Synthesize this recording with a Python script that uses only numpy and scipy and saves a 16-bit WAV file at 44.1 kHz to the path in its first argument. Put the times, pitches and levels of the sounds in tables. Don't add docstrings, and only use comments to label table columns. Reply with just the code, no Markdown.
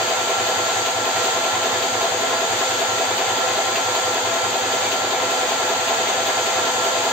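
import sys
import numpy as np
from scipy import signal
from scipy.fft import rfft, irfft, next_fast_len
from scipy.io import wavfile
from scipy.ndimage import map_coordinates

SR = 44100
rng = np.random.default_rng(int(sys.argv[2]) if len(sys.argv) > 2 else 0)


def unload_wav(signal):
    wavfile.write(
        sys.argv[1],
        SR,
        np.round(np.clip(np.atleast_2d(signal).T, -1, 1) * 32767).astype(np.int16),
    )


def field_ratio(decibels):
    return 10 ** (np.asarray(decibels, dtype=float) / 20)


N = 313992
TURN_HZ = 5.177


def unit(x):
    return x / np.sqrt(np.mean(x ** 2) + 1e-20)


def along(points, hz):
    f, v = np.transpose(points)
    return np.interp(np.log(hz + 1), np.log(f + 1), v)


def wobble(rate):
    knots = rng.standard_normal(int(N * rate / SR) + 4)
    return map_coordinates(knots, [np.arange(N) * rate / SR])


def filtered(x, response):
    m = next_fast_len(N + SR // 2)
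    return irfft(rfft(x, m) * response(np.fft.rfftfreq(m, 1 / SR)), m)[..., :N]


def stereo(pair, gain):
    # f/Hz, correlation [-1..1]
    likeness = [(30, .72), (70, 0.985), (130, 0.97), (290, 0.84), (640, 0.67), (1410, 0.26), (3100, 0.11),
                (6820, -0.02), (15000, 0.06)]

    def spread(hz):
        angle = np.arccos(np.clip(along(likeness, hz), -1, 1)) / 2
        return gain(hz) * np.array([np.cos(angle), np.sin(angle)])

    mid, side = filtered(pair, spread)
    return unit(np.array([mid + side, mid - side]))


def turn_time(start_s):
    # t/s, delay/s
    slip = [(0, -.001), (1.5, 0), (2.2, -.0005), (3.8, .0012), (5.5, .0005), (7.12, -.0008)]
    t = np.arange(N) / SR
    late_s = np.interp(t, *np.transpose(slip))
    turns = (t - late_s - start_s) * TURN_HZ + 1
    return turns % 1 / TURN_HZ, turns.astype(int)


def ring(t, hz, rise_s):
    envelope = (t / rise_s * np.exp(1 - t / rise_s)) ** 2
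    return envelope * np.sin(2 * np.pi * hz * t)


def contacts():
    # f/Hz, lag/s, first peak level/dB, second peak level/dB
    slap_modes = [(758, 0, -25, -27), (673, 0, -29, -20.5)]
    rod_modes = [(358, -.001, -30.5, -41), (396, 0, -38, -27.5), (498, .002, -26, -29)]
    gear_modes = [(1052, -.069, -33, -33), (690, -.041, -32, -38), (632, -.024, -33, -32),
                  (862, -.013, -33, -36), (759, -.001, -36, -31), (489, .004, -42, -40),
                  (668, .006, -25.5, -30), (256, .007, -37, -39)]

    def strike_twice(modes, first_s, apart_s, rise_s):
        rows = []
        for hz, lag_s, first_db, second_db in modes:
            rows.append((first_s + lag_s, hz, rise_s, first_db))
            rows.append((first_s + lag_s + apart_s, hz, rise_s, second_db))
        return rows

    slap = strike_twice(slap_modes, first_s=.006, apart_s=.112, rise_s=.016)
    rod = strike_twice(rod_modes, first_s=.024, apart_s=.078, rise_s=.010)
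    gear = strike_twice(gear_modes, first_s=.078, apart_s=.097, rise_s=.009)
    rebound_s, rebound_db = .026, -3
    again = [(s + rebound_s, hz, rise_s, db + rebound_db) for s, hz, rise_s, db in rod]
    return slap + rod + again + gear


def strokes():
    out = np.zeros(N)
    for peak_s, hz, rise_s, db in contacts():
        t, turn = turn_time((peak_s - rise_s) % (1 / TURN_HZ))
        force_db = 1.3 + 1.1 * rng.standard_normal(40)
        out += field_ratio(db + force_db[turn]) * ring(t, hz, rise_s)
    return out


def case_gain(hz):
    # f/Hz, bandwidth/Hz, level/dB
    case_modes = [(111, 33, -27), (239, 15, -16.5), (268.5, 23.6, -14.5), (361, 12, -20), (392.5, 26, -12),
                  (461.7, 6.7, -4), (510, 25, -7), (627.4, 12, -7), (672.6, 8.6, 0), (748, 15, -6),
                  (792.4, 11, 0), (843.4, 41, -6), (883, 30, -7), (935, 59, -11.5), (1003, 20, -8),
                  (1047, 31, -7), (1260, 23, -15), (1294, 16, -14), (1483, 40, -15.5), (1490, 47, -22),
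                  (1684, 85, -12.5), (1930, 33, -12), (2057, 26, -14.5), (2152, 59, -18), (2319, 22, -9),
                  (2545, 100, -16), (3196, 29, -14), (3640, 320, -15.5), (4544, 52, -14.5), (4830, 39, -12)]
    # f/Hz, density level/dB per Hz
    radiation = [(30, -67), (80, -36), (150, -27), (320, -25), (440, -15.5), (590, -14), (720, -14.5),
                 (950, -15.5), (1400, -16), (2500, -41.5), (5000, -55)]
    peaks = sum(field_ratio(db) ** 2 / (1 + (2 * (hz - centre) / width) ** 2) ** 2
                for centre, width, db in case_modes)
    return np.sqrt(peaks + field_ratio(along(radiation, hz)) ** 2)


def rattle():
    once = rng.standard_normal((2, int(SR / TURN_HZ) + 2))
    t = turn_time(0)[0]
    repeated = once[:, (t * SR).astype(int)]
    locked = stereo(repeated, lambda hz: case_gain(hz) / (1 + (hz / 2000) ** 4))
    loose = stereo(rng.standard_normal((2, N)), case_gain)
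    load_db = .6 * np.cos(4 * np.pi * TURN_HZ * (t - .018))
    drift_db = 0.28 * wobble(3.22) + 0.97 * wobble(13)
    return field_ratio(-28.5) * locked + field_ratio(-24 + load_db + drift_db) * loose


def air():
    # f/Hz, density level/dB per Hz
    fan_colour = [(700, -33), (1500, 0.5), (2200, -2.5), (2800, -3.5), (3200, 2.5), (3900, -4),
                  (4600, -0.5), (6200, -1.5), (6750, -1.5), (7200, -3), (16000, -6)]
    # f/Hz, density level/dB per Hz
    jet_colour = [(1500, -21), (2500, 3.5), (4000, 1), (6000, -7), (8000, -18), (12000, -2), (16000, -1)]

    def burst(start_s, db, spread_db, attack_s, decay_s):
        t, turn = turn_time(start_s)
        level = field_ratio(db + spread_db * rng.standard_normal(40)[turn])
        return level * (1 - np.exp(-t / attack_s)) * np.exp(-t / decay_s)

    rush = stereo(rng.standard_normal((2, N)), lambda hz: field_ratio(along(fan_colour, hz)))
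    hiss = stereo(rng.standard_normal((2, N)), lambda hz: field_ratio(along(jet_colour, hz)))
    knock = stereo(rng.standard_normal((2, N)), lambda hz: 1 / (1 + ((hz - 2600) / 900) ** 4))
    puff = burst(.0845, db=-20.5, spread_db=1.33, attack_s=.00071, decay_s=.03)
    low_puff = burst(.003, db=-30.5, spread_db=1.8, attack_s=.0015, decay_s=.023)
    return field_ratio(-21 + 0.53 * wobble(4.94)) * rush + puff * hiss + low_puff * knock


def whine():
    # t/s, f/Hz
    speed = [(0, 1358.8), (2.8, 1357.9), (4.5, 1358.8), (7.12, 1359.5)]
    # multiple, left level/dB, right level/dB, left phase lead/rad
    overtones = [(1, -39, -28, 1.0), (2, -44, -47, -0.5), (3, -52.5, -38, -1.5), (4, -62, -47, 2.5),
                 (5, -45.5, -40, 1.5), (6, -63, -45.5, 3)]
    # multiple of the commutator, level/dB
    slow_tones = [(.2, -49), (.6225, -45)]
    tone_hz = np.interp(np.arange(N) / SR, *np.transpose(speed)) + .35 * wobble(9)
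    phase = 2 * np.pi * np.cumsum(tone_hz) / SR
    out = np.zeros((2, N))
    for multiple, db in slow_tones:
        out += field_ratio(db + 4 + 1.7 * wobble(2.3)) * np.sin(multiple * phase)
    for multiple, left_db, right_db, lead in overtones:
        level_db = np.array([[left_db], [right_db]]) + 2.6 + 1.8 * wobble(16)
        out += field_ratio(level_db) * np.sin(multiple * phase + np.array([[lead], [0]]))
    return out


def bench():
    # t/s, level change/dB
    soft = [
        (0, -2),
        (.16, -5),
        (.36, -1),
        (1.32, -4.5),
        (2.29, -4),
        (3.06, -2),
        (3.45, -3),
        (3.64, -4),
    ]
    first_s, boom_hz, boom_db = .157, 108.5, -38.8
    rock_hz, rock_depth = 23.3, .58
    settle_s, settle_span_s, settle_db = 4.5, .7, -4.5
    t, turn = turn_time(first_s)
    start_s = first_s + (np.arange(40) - 1) / TURN_HZ
    level_db = boom_db + settle_db * np.clip((start_s - settle_s) / settle_span_s, 0, 1)
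    level_db += sum(db * (abs(start_s - s) < .5 / TURN_HZ) for s, db in soft)
    rocking = 1 + rock_depth * np.cos(2 * np.pi * rock_hz * (t - .035))
    shape = (1 - np.exp(-t / .011)) ** 2 * np.exp(-(t / .117) ** 4)
    return field_ratio(level_db[turn]) * shape * rocking * np.sin(2 * np.pi * boom_hz * t)


def squeak():
    # peak t/s, f/Hz, rise/s, peak level/dB
    panel = [
        (4.87, 2330, .022, -29.5),
    ]
    t = np.arange(N) / SR
    return sum(field_ratio(db) * ring(np.maximum(t - s + rise_s, 0), hz, rise_s)
               for s, hz, rise_s, db in panel)


def standing(x, depth_db, step_hz):
    # f/Hz, level difference/dB
    lean = [(60, -2.5), (110, -1.5), (200, -2), (380, -2.5), (700, 0), (1290, -0.5), (2380, 0), (4400, 1.0),
            (8120, -0.5), (15000, -1)]
    lag_s = 2 / SR
    sides = np.array([[1], [-1]])
    ripple = rng.standard_normal((3, 1000))
    ripple = (ripple[:2] + ripple[2]) / np.sqrt(2)

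    def response(hz):
        wavy = np.array([map_coordinates(r, [hz / step_hz], mode="wrap") for r in ripple])
        wave_db = depth_db * wavy * np.clip(hz / 1500, .3, 1) / (1 + hz / 9000)
        lean_db = along(lean, hz) / 2 * sides
        return field_ratio(wave_db + lean_db) * np.exp(-1j * np.pi * hz * lag_s * sides)

    return filtered(x, response)


def room(x):
    # f/Hz, T60/s
    decay = [(100, 0.09), (250, 0.37), (1000, 0.78), (8000, 0.31)]
    hz, t, z = signal.stft(rng.standard_normal((2, SR // 2)), SR, nperseg=256)
    fade_db = -60 * t / along(decay, hz)[:, None]
    tail = signal.istft(z * field_ratio(fade_db), SR, nperseg=256)[1]
    tail = tail / np.linalg.norm(tail[0])
    delayed = np.pad(x, (300, 0))[None]
    return signal.fftconvolve(delayed, tail, axes=1)[:, :N]


def scene():
    pump = strokes()
    direct = pump * field_ratio(np.array([[.8], [-.8]]))
    noise = standing(rattle() + air(), depth_db=2.6, step_hz=20)
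    return direct + bench() + field_ratio(-13) * room(pump) + noise + whine() + squeak()


def top_cut(x):
    return signal.sosfilt(signal.butter(12, 15920, fs=SR, output="sos"), x)


def record(dry):
    band_edges = [0, 4760, 6120, 7670, 8050, 8520, 8960, 11590, 15735, 15870]
    # left level/dB, right level/dB
    band_levels = [(-1, -1.5), (-7.5, -9.5), (2, -1.5), (-14.5, -3), (-8.5, -5), (-36, -21.5), (-78, -62),
                   (-17.5, -13), (-42, -38), (-98.5, -95)]

    def response(hz):
        band = np.searchsorted(band_edges, hz, side="right") - 1
        return field_ratio(np.transpose(band_levels)[:, band])

    return top_cut(filtered(dry, response))


dry = scene()
out = record(dry)
unload_wav(out)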